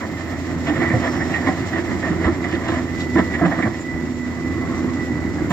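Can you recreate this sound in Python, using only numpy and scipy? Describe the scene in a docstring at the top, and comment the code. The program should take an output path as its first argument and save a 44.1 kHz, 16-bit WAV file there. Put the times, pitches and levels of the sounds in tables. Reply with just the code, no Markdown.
"""A diesel excavator rumbles and whines as its steel bucket drags through broken rock, then swings up.
Stones grind and knock on the bucket and make it ring, while small ones tick down the heap.
Engine firings ring the exhaust, a pump gear whines, and the fan and hydraulics roar and hiss.
Near the end the swing drive hums and oil rushes. The quarry wall adds a short echo; a phone hears it all."""
import sys
import numpy as np
from scipy import signal
from scipy.fft import rfft, irfft, next_fast_len
from scipy.io import wavfile
from scipy.ndimage import uniform_filter1d

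SR = 44100
rng = np.random.default_rng(int(sys.argv[2]) if len(sys.argv) > 2 else 0)


def pcm_store(signal):
    """Save signal as 16-bit PCM."""
    levels = np.round(np.clip(np.atleast_2d(signal), -1, 1) * 32767)
    wavfile.write(sys.argv[1], SR, levels.astype(np.int16).T)


N = 243431
T = np.arange(N) / SR
SIZE = next_fast_len(N + SR)
FREQ_HZ = np.maximum(np.arange(SIZE // 2 + 1) * SR / SIZE, 1)
WHINE_CYCLES_PER_FIRING = 24

# Rock grinding along the bucket: time_s, level_db
GRINDING = [(0, -42.5), (.3, -38.5), (.6, -39.5), (.72, -32.5), (1.35, -34), (2.15, -41), (2.71, -32.5),
            (3.1, -47.5), (3.5, -31), (3.78, -42), (4.2, -51), (4.78, -45.5), (5.05, -50), (5.52, -62)]
# Stones hitting steel: start_s, clang_db, boom_db, ring_db, crack_db, build_up_s, length_s
STONE_KNOCKS = [(.009, -35, -32, -40.5, -61, 0.0033, 0.042), (0.668, -33, -31, -33.5, -39, 0.0028, 0.029),
                (0.758, -37.5, -26.5, -32, -47, 0.0035, 0.07), (0.815, -29, -38, -34, -52, .008, 0.022),
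                (0.861, -46, -38, -37, -49, .004, 0.023), (0.9, -32.5, -25, -27, -53, 0.008, 0.027),
                (0.95, -37, -23, -39, -60, 0.0025, 0.0026), (1.072, -33, -34, -32.5, -52, 0.0095, 0.0069),
                (1.132, -37.5, -29, -50, -56, 0.0056, 0.029), (1.208, -33, -29, -30, -48, 0.015, 0.011),
                (1.342, -31.5, -33, -27.5, -40, 0.025, 0.02), (1.47, -26.5, -24.5, -26, -45, 0.052, 0.018),
                (1.731, -32.5, -28, -35, -45, .001, 0.062), (1.912, -33, -27, -34.5, -54, 0.0076, 0.0052),
                (2.026, -31, -37, -34, -45, 0.0037, 0.057), (2.108, -39, -24, -50, -56, 0.003, 0.019),
                (2.242, -28, -23.5, -28.5, -39.5, 0.038, 0.022), (2.267, -27, -25, -37, -53, 0.0042, 0.019),
                (2.441, -34, -31.5, -28.5, -41, 0.0017, 0.005),
                (2.526, -37.5, -25.5, -33.5, -37, 0.016, 0.0044),
                (2.683, -26.5, -29, -38, -36, 0.0073, 0.0069), (2.718, -35.5, -26, -43, -54, 0.0053, 0.012),
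                (3.156, -24.5, -21.5, -29, -42, .0005, 0.022), (3.185, -23, -18, -30, -38, 0.0053, 0.014),
                (3.339, -40, -47, -28, -41, 0.006, 0.012), (3.392, -33.5, -34.5, -50, -59, 0.0089, 0.008),
                (3.413, -28, -26, -40, -59, .001, 0.037), (3.455, -25, -25.5, -35, -42, .004, 0.0094),
                (3.509, -28.5, -33, -46, -65, .004, 0.012), (3.585, -30, -30.5, -38, -55, 0.0055, 0.026),
                (3.625, -31.5, -27, -24.5, -42, 0.0077, 0.0076),
                (3.654, -25.5, -28.5, -39, -59, 0.0033, 0.016), (3.738, -55, -37, -41, -56, 0.0035, 0.011),
                (4.84, -42, -24, -51, -58, .004, 0.0038), (5.381, -33, -29, -60, -59, 0.0042, 0.014),
                (5.505, -23, -26.5, -33.5, -35.5, 0.0066, .02)]
# The bucket's natural notes (modes), in four groups from low to high: pitch_hz, width_hz, level_db
BOOM_MODES = [(199.5, 68, -3.5), (250.3, 27.5, 3.5), (314.5, 28, 5), (347.5, 10.5, 8.5), (394, 134, -10.5)]
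CLANG_MODES = [(507, 108, -3), (613, 103, 5.5), (681, 79, 6.5), (799, 72, 0.5), (967, 168, -2.5),
               (1199, 88, -0.5), (1290, 71, -1), (1723, 120, -1)]
RING_MODES = [(1692, 73, -3), (1800, 36, 4.5), (1834.5, 28, 6.5), (1888, 37, 5.5), (1987, 51, 5.5),
              (2187, 230, -2.5)]
CRACK_MODES = [(2590, 660, 7), (3530, 880, 5), (5370, 810, -4), (7270, 540, -3.5)]
# Notes of heavy stones striking the bucket: start_s, pitch_hz, level_db
HEAVY_STONES = [(.668, 2027, -27.5), (.706, 302, -14), (0.773, 128, -17), (.855, 1968, -20.5),
                (.933, 121, -9.5), (.958, 119, -20), (.938, 520, -18), (.94, 728, -22.5), (1.067, 258, -21),
                (1.212, 1884, -26.5), (1.34, 1856, -18.5), (1.47, 273, -13.5), (1.471, 1054, -25),
                (1.488, 753, -24), (2.536, 1850, -29), (2.538, 313.5, -16), (3.157, 338, -13),
                (3.172, 1796, -25.5), (3.185, 329, -11.5), (3.157, 1010, -23.5), (3.415, 303, -9.5),
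                (3.437, 315, -11.5), (3.478, 288, -16), (1.493, 196, -18.5), (1.729, 1906, -26),
                (1.762, 1840, -26.5), (2.032, 1843, -23), (2.062, 1877, -31), (2.098, 168, -14),
                (2.25, 76, -8), (3.16, 207, -14.5), (3.189, 185, -13), (3.409, 692, -18.5),
                (3.415, 183, -11), (3.448, 173, -12.5), (3.641, 217, -15), (3.655, 113, -14.5),
                (3.934, 77, -20), (5.502, 190, -13.5)]
# High ticks: small stones skidding down the heap and the sharp crack of some knocks: start_s, pitch_hz,
# width_hz, level_db, length_s
HIGH_TICKS = [(0.978, 5500, 1100, -45, 0.33), (1.324, 2650, 450, -37, 0.032),
              (2.5, 4800, 1490, -45, 0.027), (2.542, 3400, 1100, -38, 0.022),
              (2.666, 3380, 1100, -41, 0.063), (3, 3800, 1100, -37, 0.026), (3.728, 5440, 500, -50, .03),
              (3.777, 7170, 600, -44.5, 0.067), (4.052, 7100, 700, -54.5, 0.25),
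              (4.75, 5950, 200, -47, .055), (5.493, 7100, 1110, -39, 0.036),
              (5.49, 12900, 3980, -50, 0.035)]
# The pump gear's whine, whose pitch also sets the engine speed: time_s, pitch_hz, level_db
GEAR_WHINE = [(0, 2080, -46), (.18, 2075, -44), (.3, 2020, -48), (.6, 2000, -51), (.85, 1970, -37),
              (1.05, 1965, -41), (1.3, 2010, -51), (1.68, 2105, -43), (2.05, 2045, -48), (2.4, 2062, -46),
              (2.75, 2035, -48), (3.0, 1992, -37), (3.17, 1990, -37), (3.33, 1955, -34), (3.47, 2015, -43),
              (3.74, 1990, -52), (3.83, 1986, -39), (3.9, 1988, -35), (4.0, 1984, -39), (4.1, 1976, -49),
              (4.24, 1982, -39), (4.35, 1995, -45), (4.47, 2000, -36), (4.6, 2003, -41), (4.8, 2022, -38),
              (4.89, 2012, -52), (4.97, 1985, -39), (5.06, 1960, -33), (5.15, 1985, -38), (5.33, 2002, -44),
              (5.42, 1960, -55)]
# How hard the engine works, with its hiss and third harmonic: time_s, load_db, hiss_db, third_db
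ENGINE_LOAD = [(0, -7, -43.5, -39), (.55, -2.5, -43.5, -38), (.95, 3.5, -41.5, -33), (1.3, 0, -41, -35),
               (1.75, -1.5, -41, -45), (2.2, 4.5, -44, -39), (2.6, -1, -43, -38), (3.15, 2.5, -41.5, -27),
               (3.8, -4, -44.5, -39.5), (4.2, -2.5, -46.5, -30.5), (4.85, 2.5, -43, -32),
               (5.15, 1.5, -45.5, -37), (5.52, 2.5, -45, -32.5)]
# Steady engine tones: multiple_of_firing_rate, level_db
HARMONICS = [(1, -32), (2, -41), (4, -41), (6, -48)]
# Notes the exhaust rings at: pitch_hz, width_hz, level_db
EXHAUST_MODES = [(87, 49, -3.5), (166, 120, -12), (242.2, 50, -4), (329.4, 77, -1)]
# Tone colour of the roar, the hiss and the highest hiss: frequency_hz, relative_db
ROAR_COLOUR = [(15, -68), (25, -17), (70, -6.5), (109, -3), (158, -6.5), (212, -5.5), (248, -3), (338, -4),
               (452, -26.5), (498, -18), (654, -19.5), (1510, -24.5), (1630, -28.5), (2020, -17),
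               (2600, -50), (3380, -96)]
HISS_COLOUR = [(1800, -8), (2400, 0), (3000, -4), (4000, -3.5), (4800, -5.5), (5400, -3.5), (6100, -7),
               (7150, -3.5), (7900, -9), (8400, -21.5), (9500, -76)]
TOP_HISS_COLOUR = [(7500, -47.5), (8600, -11.5), (9800, -4), (11000, 0.5), (13000, 3.5), (15500, -2)]
# The loaded bucket swinging up: time_s, hum_pitch_hz, hum_db, oil_rush_db
SWING_DRIVE = [(4.2, 325, -69, -68), (4.5, 328, -34, -44), (4.8, 325, -32.5, -41), (4.95, 305, -56, -45.5),
               (5.1, 304, -30.5, -61), (5.3, 300, -34, -60), (5.52, 299, -32, -60)]
# Peaks in the sound of rushing oil: pitch_hz, width_hz, level_db
OIL_MODES = [(1092, 120, 3.5), (1346, 91, 1), (2700, 500, -18)]
# How the phone's two microphones differ in level: frequency_hz, left_minus_right_db
MIC_BALANCE = [(60, -4.5), (110, 0.5), (200, -1.5), (380, -5.5), (700, 2.5), (1290, -3.5), (2380, -7.5),
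               (4400, 0.5), (8120, -1), (15000, 10)]
# How far the left microphone is ahead: frequency_hz, lead_radians
MIC_LEAD = [(0, 0), (1290, 0.8), (1720, -0.1), (2240, 1.5), (3360, 2.6), (4310, 6.0), (5250, 6.3),
            (8440, 15.9), (8790, 15.7), (9730, 20.5), (10600, 18.8), (13300, 23.6), (14500, 28.5),
            (15900, 29.0)]
# How much machine noise both microphones share: frequency_hz, share_0_to_1
MIC_SHARE = [(25, 0.3), (100, 0.63), (400, 1), (1500, 0.67), (3000, 0.19), (8000, 0.3), (15000, 0.22)]


def stone_forces():
    """Grinding and knocks press on the steel. Rows are clang, boom, ring and crack."""
    push_s, blow_s, tumble_end_s = .0012, .0014, .011
    grind = undb(curves(GRINDING)[0] + 3 * wobble(30))
    showers = grind * undb([[0], [-4], [-3], [-14]])
    pushes = np.zeros((4, N))
    for start_s, *levels_db, build_up_s, length_s in STONE_KNOCKS:
        hit = int(start_s * SR)
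        span = slice(max(hit - SR // 20, 0), min(hit + SR // 4, N))
        t = T[span] - T[hit]
        after = np.maximum(t, 0)
        # the stone scrapes in, strikes, tumbles in a shower of contacts, then stops quickly
        shower = np.exp(np.minimum(t, 0) / build_up_s - np.maximum(t - length_s, 0) / tumble_end_s)
        shower *= np.where(t < 0, .55, 1)
        blow = undb(-5.5) * after / blow_s * np.exp(-after / blow_s)
        strength = undb(levels_db)[:, None]
        showers[:, span] += strength * (shower + blow)
        # a firm first push for clang and boom, then a sharp tap for clang and ring
        pushes[:2, span] += strength[:2] * undb(10.5) * after / push_s * np.exp(-after / push_s)
        pushes[0, hit] += undb(levels_db[0] + 20)
        pushes[2, hit] += undb(levels_db[2] + 28)
    return showers, pushes


def bucket_steel(contact_hz=2400, air_hz=8450):
    """Many tiny stone contacts make the steel bucket ring at its natural notes."""
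    showers, pushes = stone_forces()
    # most contacts reach both microphones alike, some favour one
    contacts = gravel(6000, 2) + .33 * np.array([gravel(6000, 2) for _ in range(2)])
    # each contact lasts a fraction of a millisecond, so the lower modes get little treble
    soft = 1 / np.sqrt(1 + (FREQ_HZ / contact_hz) ** 6)
    bodies = [soft * resonances(modes) for modes in (CLANG_MODES, BOOM_MODES, RING_MODES)]
    bodies.append(resonances(CRACK_MODES))
    steel = sum(rfft(shower * contacts + push, SIZE) * body
                for shower, push, body in zip(showers, pushes, bodies))
    return irfft(steel / np.sqrt(1 + (FREQ_HZ / air_hz) ** 12), SIZE)[:, :N]


def heavy_stones(rise_cycles=.9, hold_s=.012, fall_s=.016):
    """Each heavy stone knocks out one note that dies away fast."""
    out = np.zeros(N)
    for start_s, hz, db in HEAVY_STONES:
        span = slice(int(start_s * SR) + 1, int(start_s * SR) + SR // 4)
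        t = T[span] - start_s
        rise = np.minimum(t * hz / rise_cycles, 1)
        fall = np.exp(-np.maximum(t - hold_s, 0) / fall_s)
        out[span] += undb(db) * rise * fall * np.sin(2 * np.pi * hz * t)
    return out


def high_ticks():
    """Each small stone or sharp crack rattles briefly around one high pitch."""
    spectrum, rattle = 0, gravel(3100, 2.2)
    for start_s, hz, width_hz, db, length_s in HIGH_TICKS:
        swell = np.sin(np.pi * np.clip((T - start_s) / length_s, 0, 1))
        ring = unit(resonances([(hz, width_hz, 0)]) ** 2)
        spectrum += undb(db) * rfft(rattle * swell, SIZE) * ring
    return irfft(spectrum, SIZE)[:N]


def exhaust(firings, load_db, jitter_s=.001, muffler_hz=900):
    """Firings, uneven in time and strength, ring the exhaust; the muffler dulls them."""
    timing, strength = rng.standard_normal((int(firings[-1]) + 2, 2)).T
    fired = np.flatnonzero(np.diff(np.floor(firings)))
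    fired += (timing[:len(fired)] * jitter_s * SR).astype(int)
    pulses = np.zeros(N)
    pulses[np.clip(fired, 0, N - 1)] = undb(2.6 * strength[:len(fired)])
    pipe = resonances(EXHAUST_MODES) / (1 + 1j * FREQ_HZ / muffler_hz) ** 2
    return unit(filtered(pulses - pulses.mean(), pipe)) * undb(load_db - 29.5)


def engine_drone(firings, load_db, third_db):
    """Repeated firings make low tones at multiples of the firing rate."""
    phase = 2 * np.pi * (firings + .025 * wobble(8))
    drone = sum(undb(db + .4 * load_db + 2.6 * wobble(8)) * np.sin(k * phase) for k, db in HARMONICS)
    # the third harmonic sits on an exhaust resonance and swells on its own
    return drone + undb(third_db + 2 * wobble(15)) * np.sqrt(2) * np.sin(3 * phase)


def pump_gear(firings, level_db):
    """Meshing teeth whine; their strength and timing waver, which roughens the tone."""
    cycles = WHINE_CYCLES_PER_FIRING * firings + .05 * wobble(40)
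    return undb(level_db + 1.4 * wobble(25)) * np.sqrt(2) * np.sin(2 * np.pi * cycles)


def fan_and_hydraulics(firings, load_db, hiss_db):
    """A roar that throbs with each firing, under two bands of flickering hiss."""
    throb = 1 + .2 * np.cos(2 * np.pi * firings)
    roar = wide_noise(ROAR_COLOUR, throb * undb(1.6 * wobble(27))) * undb(.61 * load_db - 26)
    flicker_db = 1.2 * wobble(90)
    hiss = wide_noise(HISS_COLOUR, undb(flicker_db + 1.5 * wobble(45))) * undb(hiss_db)
    # the highest band fades slowly and partly follows the main hiss
    top_db = -60 - .36 * T + .56 * (hiss_db - hiss_db.mean())
    top = wide_noise(TOP_HISS_COLOUR, undb(flicker_db + 1.5 * wobble(45))) * undb(top_db)
    return roar + hiss + top


def swing_drive():
    """The swing drive hums and oil rushes through its valves."""
    hz, hum_db, rush_db = curves(SWING_DRIVE)
    hum = undb(hum_db + 2.5 * wobble(15)) * np.sqrt(2) * np.sin(2 * np.pi * np.cumsum(hz) / SR)
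    rush_gain = undb(rush_db + 3.6 * wobble(30))
    rush = unit(filtered(rng.standard_normal(N), resonances(OIL_MODES) ** 2))
    return (T > SWING_DRIVE[0][0]) * (hum + rush_gain * rush)


def rock_face(sound, delay_s=.012, fade_60_db_s=.07, dull_hz=2470):
    """The quarry wall scatters back a short, dull echo, different at each microphone."""
    t = np.arange(SR // 2) / SR
    tail = rng.standard_normal((2, len(t))) * undb(-60 * t / fade_60_db_s) * (t > delay_s)
    tail /= np.sqrt(np.sum(tail ** 2) / 2)
    return undb(-13) * filtered(sound, rfft(tail, SIZE) / (1 + 1j * FREQ_HZ / dull_hz))


def undb(db):
    """Turn decibels into a number to multiply by."""
    return 10 ** (np.asarray(db) / 20)


def unit(x):
    """Scale to an average (rms) size of 1."""
    return x / np.sqrt(np.mean(abs(x) ** 2))


def curves(table):
    """Join a table's rows with straight lines over time, one curve per column."""
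    time_s, *columns = np.transpose(table)
    return [np.interp(T, time_s, column) for column in columns]


def over_hz(points):
    """Join points with straight lines on a log-frequency scale."""
    hz, value = np.transpose(points)
    return np.interp(np.log(FREQ_HZ), np.log(hz), value)


def filtered(x, response):
    """Turn each frequency up or down by the given response."""
    return irfft(rfft(x, SIZE) * response, SIZE)[..., :N]


def resonances(modes):
    """The response of an object that rings at several notes; narrower ones ring longer."""
    jf = 1j * FREQ_HZ
    return unit(sum((-1) ** k * undb(db) * jf * width / (hz ** 2 - FREQ_HZ ** 2 + jf * width)
                    for k, (hz, width, db) in enumerate(modes)))


def wobble(per_second):
    """A smooth random wander up and down."""
    hold = int(SR / per_second)
    steps = np.repeat(rng.standard_normal(N // hold + 1), hold)
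    return uniform_filter1d(uniform_filter1d(steps, hold), hold)[:N]


def gravel(per_second, spread_db):
    """Dense random clicks, a few harder than the rest."""
    chance, side, hardness = rng.random((3, N))
    clicks = (chance < per_second / SR) * np.sign(side - .5)
    return unit(clicks * undb(-spread_db * np.log(hardness + .01)))


def wide_noise(colour, loudness):
    """Noise from all over the machine: partly shared by both microphones, partly their own."""
    share = np.clip(over_hz(MIC_SHARE), 0, 1)
    noise = rfft(loudness * rng.standard_normal((3, N)), SIZE)
    stereo = np.sqrt(share) * noise[0] + np.sqrt(1 - share) * noise[1:]
    return unit(irfft(stereo * undb(over_hz(colour)), SIZE)[:, :N])


def scene():
    """Mix the machine and bucket with their echo, then add the roar and hiss."""
    whine_hz, whine_db = curves(GEAR_WHINE)
    load_db, hiss_db, third_db = curves(ENGINE_LOAD)
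    firings = np.cumsum(whine_hz) / SR / WHINE_CYCLES_PER_FIRING  # running count
    machine = exhaust(firings, load_db) + engine_drone(firings, load_db, third_db)
    machine += pump_gear(firings, whine_db)
    roar_and_hiss = fan_and_hydraulics(firings, load_db, hiss_db)
    machine += swing_drive()
    stones = bucket_steel() + heavy_stones() + high_ticks()
    direct = machine + stones * undb([[-1], [1]])  # stones a little to the right
    return direct + rock_face(direct) + roar_and_hiss


def record(dry, low_cut_hz=45, top_hz=15800):
    """Each phone microphone has its own colour and timing; peaks are rounded, deep bass and top cut."""
    lead = np.interp(FREQ_HZ, *np.transpose(MIC_LEAD))
    left = undb(over_hz(MIC_BALANCE) / 2) * np.exp(.5j * lead)
    low_cut = (1j * FREQ_HZ / (low_cut_hz + 1j * FREQ_HZ)) ** 2
    padded = np.pad(dry, ((0, 0), (0, SR // 10)), mode="reflect")
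    mics = np.tanh(filtered(padded, np.array([left, 1 / left]) * low_cut))
    return signal.sosfilt(signal.ellip(10, .2, 80, top_hz, fs=SR, output="sos"), mics)


dry = scene()
out = record(dry)
pcm_store(out)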